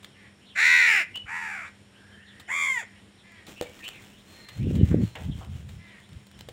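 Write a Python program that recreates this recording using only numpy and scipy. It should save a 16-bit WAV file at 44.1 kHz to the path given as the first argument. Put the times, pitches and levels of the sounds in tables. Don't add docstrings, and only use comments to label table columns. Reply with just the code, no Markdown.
import sys
import numpy as np
from scipy import signal
from scipy.fft import rfft, irfft, next_fast_len
from scipy.io import wavfile
from scipy.ndimage import uniform_filter1d, map_coordinates

SR = 44100
rng = np.random.default_rng(int(sys.argv[2]) if len(sys.argv) > 2 else 0)


def wav_record(signal):
    frames = np.transpose(np.atleast_2d(signal))
    bounded = np.clip(frames, -1, 1)
    quanta = np.round(bounded * 32767).astype(np.int16)
    wavfile.write(sys.argv[1], SR, quanta)


N = 287532
TIME = np.arange(N) / SR

# (time [s], length [s], full-tension pitch [Hz], scoop [s], sag [share], final drop [s],
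# flutter depth [share], fluttering part [share], half-tones [dB], roughness [0-1], beak closing [0-1])
NEAR_CAWS = [(0.548, 0.51, 1051, .053, .35, 0.029, .062, 0.82, -4, .08, 0.76),
             (1.256, 0.44, 950.4, 0.024, .47, 0.023, 0.075, 1.08, -10.5, .04, 0.03),
             (2.476, .366, 1163, .024, .26, .021, 0.067, .54, -20, 0.05, 0)]
# (time [s], level [dB], treble against body [dB])
CAW_ENVELOPES = [
    [(0.55, -49, -11), (0.558, -33.5, -18), (0.588, -22, -14), (0.65, -18.5, -13.5), (0.758, -17.5, -15),
     (0.978, -22, -16), (1.02, -28, -14.5), (1.07, -66, -18)],
    [(1.25, -54, -29), (1.268, -48.5, -22), (1.292, -36.5, -21.5), (1.37, -32, -20), (1.41, -37.5, -17),
     (1.418, -34.5, -18), (1.548, -36.5, -18.5), (1.658, -41.5, -19.5), (1.75, -65, -1)],
    [(2.475, -51, -12), (2.495, -34, -18.5), (2.517, -29.5, -14.5), (2.629, -27.5, -10),
     (2.721, -27, -16.5), (2.737, -34.5, -9), (2.779, -26, -21.5), (2.793, -37, -6.5),
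     (2.845, -44.5, -15.5)],
]
# (frequency [Hz], gain [dB])
THROAT_LOUD = [(300, -19), (600, -14.5), (1050, -19), (1500, 1), (2050, 8), (2500, 0.5), (3100, -20.5),
               (3800, -10.5), (4300, -14.5), (4900, -27.5), (5700, -20), (6400, -27), (7250, -20),
               (7900, -33), (8500, -31), (12000, -42.5), (15500, -38)]
THROAT_SOFT = [(450, -11), (750, -3), (1000, 1.5), (1400, 9), (1850, 8), (2300, 10.5), (3100, -18.5),
               (4200, -29), (4700, -22.5), (5100, -30), (5650, -23), (6150, -30), (7250, -22),
               (8200, -29.5), (9500, -32), (15000, -47)]
THROAT_CLEAR = [(450, 2), (750, 0), (1150, -6), (1600, 4.5), (2100, 10), (2600, -3.5), (3000, -18.5),
                (3400, -8), (4100, -35.5), (4650, -26), (5150, -31), (5800, -26.5), (6400, -26.5),
                (7100, -13), (8300, -30), (10000, -29.5), (12500, -43), (15500, -38)]
# (frequency [Hz], gain [dB])
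CLOSING_EQ = [(900, 3.5), (1450, -3), (2000, -2), (2450, 3.5), (2950, 12.5), (3600, -11), (4300, -16.5),
              (5050, 12), (5800, -7.5), (7200, -2), (12000, 3.5)]
# (frequency [Hz], gain [dB])
RASP_EQ = [(500, -6), (1200, 12), (2300, 0), (4000, 10.5), (8000, 23), (15000, 13.5)]
# (delay [s], gain [dB])
REFLECTIONS = [(.0013, -35), (.0047, -22), (.0089, -12), (0.0166, -8.5)]
# (time [s], relative level [dB], t60 [s])
PECKS = [(.045, -27.5, 0.022), (1.157, -27, 0.031), (1.174, -26.5, .009), (3.32, -41, .015),
         (3.467, -34, .052), (3.612, -13, 0.007), (3.623, -29, 0.063), (3.791, -37.5, 0.037),
         (3.88, -22, 0.012), (3.888, -18.5, 0.0092), (5.154, -32.5, 0.037), (6.268, -37, 0.02),
         (6.39, -35.5, 0.036), (6.487, -31, 0.04)]
# (time [s], relative level [dB], t60 [s])
SCRAPES_AND_STROKES = [(.026, -39.5, 0.042), (2.394, -35, 0.065), (3.836, -35.5, 0.15), (4.482, -32, 0.06),
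                       (4.748, -35.5, 0.095), (5.685, -40.5, 0.081), (6.404, -29, 0.0075)]
# (frequency [Hz], gain [dB])
BURST_EQ = [(300, 3.5), (1500, 6), (3800, 10), (5500, -5.5), (7500, 3), (11000, -11.5), (15000, -4)]
# (time [s], gain [dB])
KNOCKS = [(1.175, -60), (3.485, -56), (3.612, -33), (3.624, -41), (3.70, -57), (6.487, -47)]
# (frequency [Hz], relative level [dB], t60 [s])
BASIN_MODES = [(188, -41.5, .07), (381, 0.5, 0.077), (487, 9, 0.071), (568, 7.5, 0.034), (766, -5.5, 0.066),
               (1830, -8, .04)]
# (time [s], relative level [dB], t60 [s], centre [Hz])
SLAPS = [(4.912, -32, 0.16, 1490), (5.153, -28.5, 0.2, 2230), (5.154, -31, 0.36, 664),
         (5.41, -32.5, 0.18, 910)]
# (frequency [Hz], gain [dB])
FEATHER_EQ = [(300, 14), (1000, 3), (3300, 6), (4700, -5.5), (7300, 0), (11000, -13), (15000, -8)]
# (time at full strength [s], hold [s], level [dB])
GUSTS = [(4.602, 0.096, -25.5), (4.748, 0.095, -22), (4.912, 0.12, -22.5), (5.209, 0.18, -36.5),
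         (5.274, 0.014, -33.5), (5.478, .08, -36), (5.612, 0.19, -42), (6.139, 0.017, -39),
         (6.357, 0.23, -50.5)]
# (frequency [Hz], gain [dB])
EDDY_EQ = [(15, -52), (25, -22), (82, 1), (180, -2.5), (258, -9), (293, -10), (399, -22.5), (469, -24),
           (800, -46.5), (1200, -65), (1560, -81), (2640, -120)]
# (time [s], level [dB], width [s])
BUFFETS = [(1.246, -40.5, 0.0025), (4.671, -18, 0.00084), (4.711, -19.5, 0.00068), (4.813, -13, 0.00081),
           (4.833, -5.5, 0.0015), (4.916, -14, 0.0016), (4.945, -9.5, 0.00062), (5.037, -11.5, .0012),
           (5.298, -21.5, 0.0012)]
# (time [s], length [s], top pitch [Hz], relative level [dB])
FAR_CAWS = [(0.131, 0.19, 596, -50.5), (2.839, 0.18, 695, -55), (3.207, .26, 691, -49.5),
            (4.313, 0.29, 618, -52.5), (4.716, 0.36, 599, -52), (5.755, 0.29, 683, -49)]
# (frequency [Hz], gain [dB])
FAR_EQ = [(330, -12), (650, -16), (1000, -6), (1400, -12), (1900, 5), (2350, -1), (3000, -14), (4000, -14),
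          (9000, -48)]
# (time [s], length [s], pitch [Hz], glide [octaves], level [dB])
BIRD_CALLS = [(0.446, 0.12, 3300, -0.52, -57.5), (1.14, 0.053, 2935, 0.052, -36),
              (1.18, 0.083, 2950, 0.0016, -52.5), (1.876, 0.7, 1770, 0.34, -59.5),
              (2.114, 0.064, 3120, -0.12, -59.5), (2.253, 0.093, 3460, -0.45, -59),
              (3.555, .067, 2800, 0.21, -51.5), (3.655, 0.025, 2300, -.08, -50.5),
              (3.788, 0.047, 1856, -.12, -53.5), (3.82, 0.079, 2850, .33, -42),
              (3.903, .12, 2395, -.55, -54), (4.089, .095, 2900, .22, -62.5), (4.25, 0.38, 4190, -.01, -60),
              (4.578, 0.1, 2560, 0.49, -57.5), (4.649, 0.088, 2810, -0.39, -58.5),
              (4.758, .1, 2966, -.17, -57), (4.98, 0.205, 4250, -0.12, -65),
              (5.304, 0.049, 3280, -0.25, -54)]
# (frequency [Hz], gain [dB])
AIR_EQ = [(15, -52), (25, -25), (92, 4), (170, -5.5), (200, 2.5), (229, -4.5), (476, -9.5), (575, -13),
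          (1290, -17.5), (1740, -14.5), (2840, -16.5), (3160, -14.5), (6210, -32), (8830, -24.5),
          (16000, -51)]
# (centre [Hz], width [Hz], level [dB])
INSECT_BANDS = [(5450, 390, -74), (7050, 570, -77), (8930, 200, -80)]
# (frequency [Hz], level [dB])
HUM_PARTIALS = [(100.5, -70), (200.5, -62)]
# (frequency [Hz], t60 [s])
YARD_DECAY = [(200, 0.13), (2000, 0.34), (5000, 0.19), (14000, 0.12)]

JOSTLE_START_S = 3.47
HIT_TIME = TIME[:SR // 4]


def near_crows():
    direct = np.zeros(N)
    throats = THROAT_LOUD, THROAT_SOFT, THROAT_CLEAR
    for row, envelope, throat in zip(NEAR_CAWS, CAW_ENVELOPES, throats):
        add(direct, *caw(row, envelope, throat))
    out = direct.copy()
    for delay, db in REFLECTIONS:
        add(out, delay, amp(db) * direct)
    return out


def caw(row, envelope, throat, taut_flutter_hz=83.14, crossover_hz=3100):
    start, length, taut_hz, scoop_s, sag, drop_s, depth, fluttering, half_db, rough, closes = row
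    t = np.arange(0, length, 1 / SR)
    scoop = 1 - .53 * np.exp(-t / scoop_s)
    droop = 1 - sag * (t / length) ** 2.5
    drop = 1 - .68 * np.exp((t - length) / drop_s)
    tension = np.maximum(scoop * droop * drop, .1)
    slack = 1 - tension
    calm = np.clip((t - fluttering * length) / .03, 0, 1)
    closing = closes * np.clip((t - .604 * length) / .044, 0, 1)
    rough = rough + .55 * np.exp(-t / .04) + .85 * slack ** 2 + .25 * closing
    buzz = syrinx(taut_hz * tension, taut_flutter_hz * tension ** .4,
                  depth=depth + (.006 - depth) * calm,
                  half_db=half_db + 21.5 * slack + 4 * calm,
                  rough=rough * (1 - .85 * calm * tension))
    voice = colour(buzz, throat)
    voice = (1 - closing) * voice + closing * colour(voice, CLOSING_EQ)
    body = signal.sosfiltfilt(signal.butter(6, crossover_hz, fs=SR, output="sos"), voice)
    times, *columns = np.transpose(envelope)
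    level_db, treble_db = (np.interp(start + t, times, column) for column in columns)
    voice = steady(body) + amp(treble_db) * steady(voice - body)
    return start, amp(level_db) * voice * signal.windows.tukey(len(t), .03)


def syrinx(hz, flutter_hz, depth, half_db, rough, jitter=.06, tremble=.007, throb=.34, smear=1.2):
    size = len(hz)
    flutter = phase(flutter_hz * (1 + .19 * rough * wander(size, 120)))
    unsteady = jitter * rough * wander(size, 700) + tremble * wander(size, 1500)
    pitch = hz * (1 + depth * np.sin(flutter) + unsteady)
    k = np.arange(1, 49)[:, None]
    half_tones = np.minimum(amp(half_db) * k / 4, 1)
    strength = np.where(k % 2, half_tones, 1) * (k * pitch < SR * .85)
    buzz = unit((strength * np.cos(k * phase(pitch / 2) + smear * k ** 2)).sum(0))
    hiss = (.015 + .5 * rough) * colour(rng.standard_normal(size), RASP_EQ)
    return (buzz + hiss) * (1 + throb * np.tanh(20 * depth) * np.cos(flutter + .022))


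def pecks_and_scuffles(ticks_per_s=7.6, snap_s=.00044, swell_s=.0061):
    out = np.zeros(N)
    span = N / SR - JOSTLE_START_S
    ticks = [(JOSTLE_START_S + span * when, -60 + 24 * loud, .012)
             for when, loud in rng.random((int(ticks_per_s * span), 2))]
    for rows, attack_s in (PECKS, snap_s), (SCRAPES_AND_STROKES, swell_s), (ticks, snap_s):
        attack = np.minimum(HIT_TIME / attack_s, 1) ** 2
        for start, db, t60 in rows:
            release = decay(np.maximum(HIT_TIME - attack_s, 0), t60)
            add(out, start, amp(db - 9) * noise(len(HIT_TIME), BURST_EQ) * attack * release)
    return out


def basin():
    out = np.zeros(N)
    ring = sum(amp(db) * decay(HIT_TIME, t60) * np.sin(2 * np.pi * hz * HIT_TIME)
               for hz, db, t60 in BASIN_MODES)
    for start, db in KNOCKS:
        add(out, start, amp(db) * ring)
    return out


def feet():
    out = np.zeros(N)
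    for start, db, t60, hz in SLAPS:
        add(out, start, amp(db - 11.5) * band(len(HIT_TIME), hz, .63 * hz) * decay(HIT_TIME, t60))
    return out


def feathers(flight_start_s=4.3, strokes=9, wingbeat_hz=5.94, stroke_s=.17, grains_per_s=4000):
    since = np.maximum(TIME - JOSTLE_START_S, 0)
    level = (since > 0) * amp(-53 - 5.5 * since + 3.5 * wander(N, 16))
    stroke = np.hanning(round(stroke_s * SR))
    for k, place in enumerate(np.linspace(-1, 1, strokes)):
        add(level, flight_start_s + k / wingbeat_hz, amp(-53 - 7 * place ** 2) * stroke)
    grains = rng.standard_normal(N) * (rng.random(N) < grains_per_s / SR)
    grains *= amp(1.9 * np.minimum(rng.exponential(1, N), 4))
    return level * unit(colour(grains, FEATHER_EQ))


def gusts(attack_s=.021, release_s=.026, full_speed_db=-22):
    level = np.zeros(N)
    for at, hold, db in GUSTS:
        before, after = np.minimum(TIME - at, 0), np.maximum(TIME - at - hold, 0)
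        level += amp(db) * np.exp(before / attack_s - after / release_s)
    eddies = steady(noise(N, EDDY_EQ), window=1800, floor=1e-6)
    slow = unit(colour(eddies, [(120, 5), (220, -8), (400, -44), (900, -55)]))
    speed = np.clip(level / amp(full_speed_db), 0, 1)
    out = level * (speed * eddies + (1 - speed) * slow)
    for at, db, width in BUFFETS:
        u = (TIME - at) / width
        out -= amp(db) * u * np.exp((1 - u ** 2) / 2)
    return signal.sosfilt(signal.butter(3, 52, "high", fs=SR, output="sos"), out)


def far_crows():
    out = np.zeros(N)
    for start, length, hz, db in FAR_CAWS:
        u = np.linspace(0, 1, round(length * SR))
        arch = abs(np.sin(np.pi * u ** .53))
        call = syrinx(hz * (.85 + .15 * arch), flutter_hz=77.9, depth=.035, half_db=.5, rough=.19)
        add(out, start, amp(db) * unit(colour(call, FAR_EQ)) * signal.windows.tukey(len(u), .5))
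    return out


def background_birds(chatter_per_s=4):
    out = np.zeros(N)
    for start, *shape in BIRD_CALLS:
        add(out, start, bird_call(*shape))
    chatter = rng.uniform(-1, 1, (int(chatter_per_s * N / SR), 4))
    for k, (when, high, way, loud) in enumerate(chatter):
        chirp = bird_call(.075, hz=3140 * 2 ** (.27 * high), glide=.333 * np.sign(way), db=-65 + 2 * loud)
        add(out, (k + .5 + .5 * when) / chatter_per_s, chirp)
    return out


def bird_call(length, hz, glide, db):
    u = np.linspace(-.5, .5, round(length * SR))
    pitch = hz * 2 ** (glide * u - .487 * abs(glide) * u ** 2)
    hoarseness = .119 * (.13 + 1.43 * abs(glide))
    pitch *= 1 + hoarseness * wander(len(u), 900)
    return amp(db) * unit(np.sin(phase(pitch)) * np.cos(np.pi * u))


def open_air(wash_db=-56.5):
    wash = noise(N, AIR_EQ) * amp(wash_db + wander(N, 13))
    insects = sum(amp(db + 2 * wander(N, 12)) * band(N, hz, width) for hz, width, db in INSECT_BANDS)
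    hum = sum(amp(db + .59 * wander(N, 9.3)) * np.sqrt(2) * np.sin(phase(hz + 1.4 * wander(N, 9.7)))
              for hz, db in HUM_PARTIALS)
    return wash + insects + hum


def yard_reverb(send, echoes_per_s=2000):
    taps = rng.choice([-1., 1.], SR) * (rng.random(SR) < echoes_per_s / SR)
    taps[:SR // 150] = 0
    hz, t, spectrum = signal.stft(taps, SR, nperseg=256)
    tail = signal.istft(spectrum * decay(t, curve_at(YARD_DECAY, hz)[:, None]), SR, nperseg=256)[1]
    return signal.fftconvolve(send, tail / np.linalg.norm(tail))[:N]


def amp(db):
    return 10 ** (np.asarray(db) / 20)


def unit(x):
    return x / np.sqrt(np.mean(x ** 2) + 1e-20)


def steady(x, window=1600, floor=1e-12):
    return x / np.sqrt(abs(uniform_filter1d(x ** 2, size=window)) + floor)


def decay(t, t60):
    return np.exp(-np.log(1000) * t / t60)


def phase(hz):
    return 2 * np.pi * np.cumsum(hz) / SR


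def curve_at(points, hz):
    f, value = np.transpose(points)
    return np.interp(np.log(hz + 1), np.log(f + 1), value)


def colour(x, eq):
    size = next_fast_len(len(x) + 2048)
    gain = amp(curve_at(eq, np.fft.rfftfreq(size, 1 / SR)))
    return irfft(rfft(x, size) * gain, size)[:len(x)]


def noise(size, eq):
    return unit(colour(rng.standard_normal(size), eq))


def band(size, hz, width_hz):
    f = np.fft.rfftfreq(size + SR, 1 / SR)
    bell = np.exp(-((f - hz) / width_hz) ** 2)
    return unit(irfft(rfft(rng.standard_normal(size + SR)) * bell))[:size]


def wander(size, rate_hz):
    at = np.arange(size) * rate_hz / SR
    return map_coordinates(rng.standard_normal(4096), [at], order=3, mode="wrap")


def add(mix, start, sound):
    part = mix[max(round(start * SR), 0):][:len(sound)]
    part += sound[:len(part)]


def scene():
    crows = near_crows()
    feeding = pecks_and_scuffles() + basin() + feet()
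    birds, far = background_birds(), far_crows()
    reverb = yard_reverb(amp(-18) * crows + amp(-12) * feeding + amp(-10.5) * birds + amp(-14) * far)
    return (crows + feeding + birds + amp(-6) * far + reverb + feathers() + gusts() + open_air())[None]


def record(dry, low_cut_hz=30, high_cut_hz=15850):
    thin = signal.sosfilt(signal.butter(2, low_cut_hz, "high", fs=SR, output="sos"), dry)
    high_cut = signal.firwin(511, high_cut_hz, window=("kaiser", 9), fs=SR)
    return signal.oaconvolve(thin, high_cut[None], "same")


dry = scene()
out = record(dry)
wav_record(out)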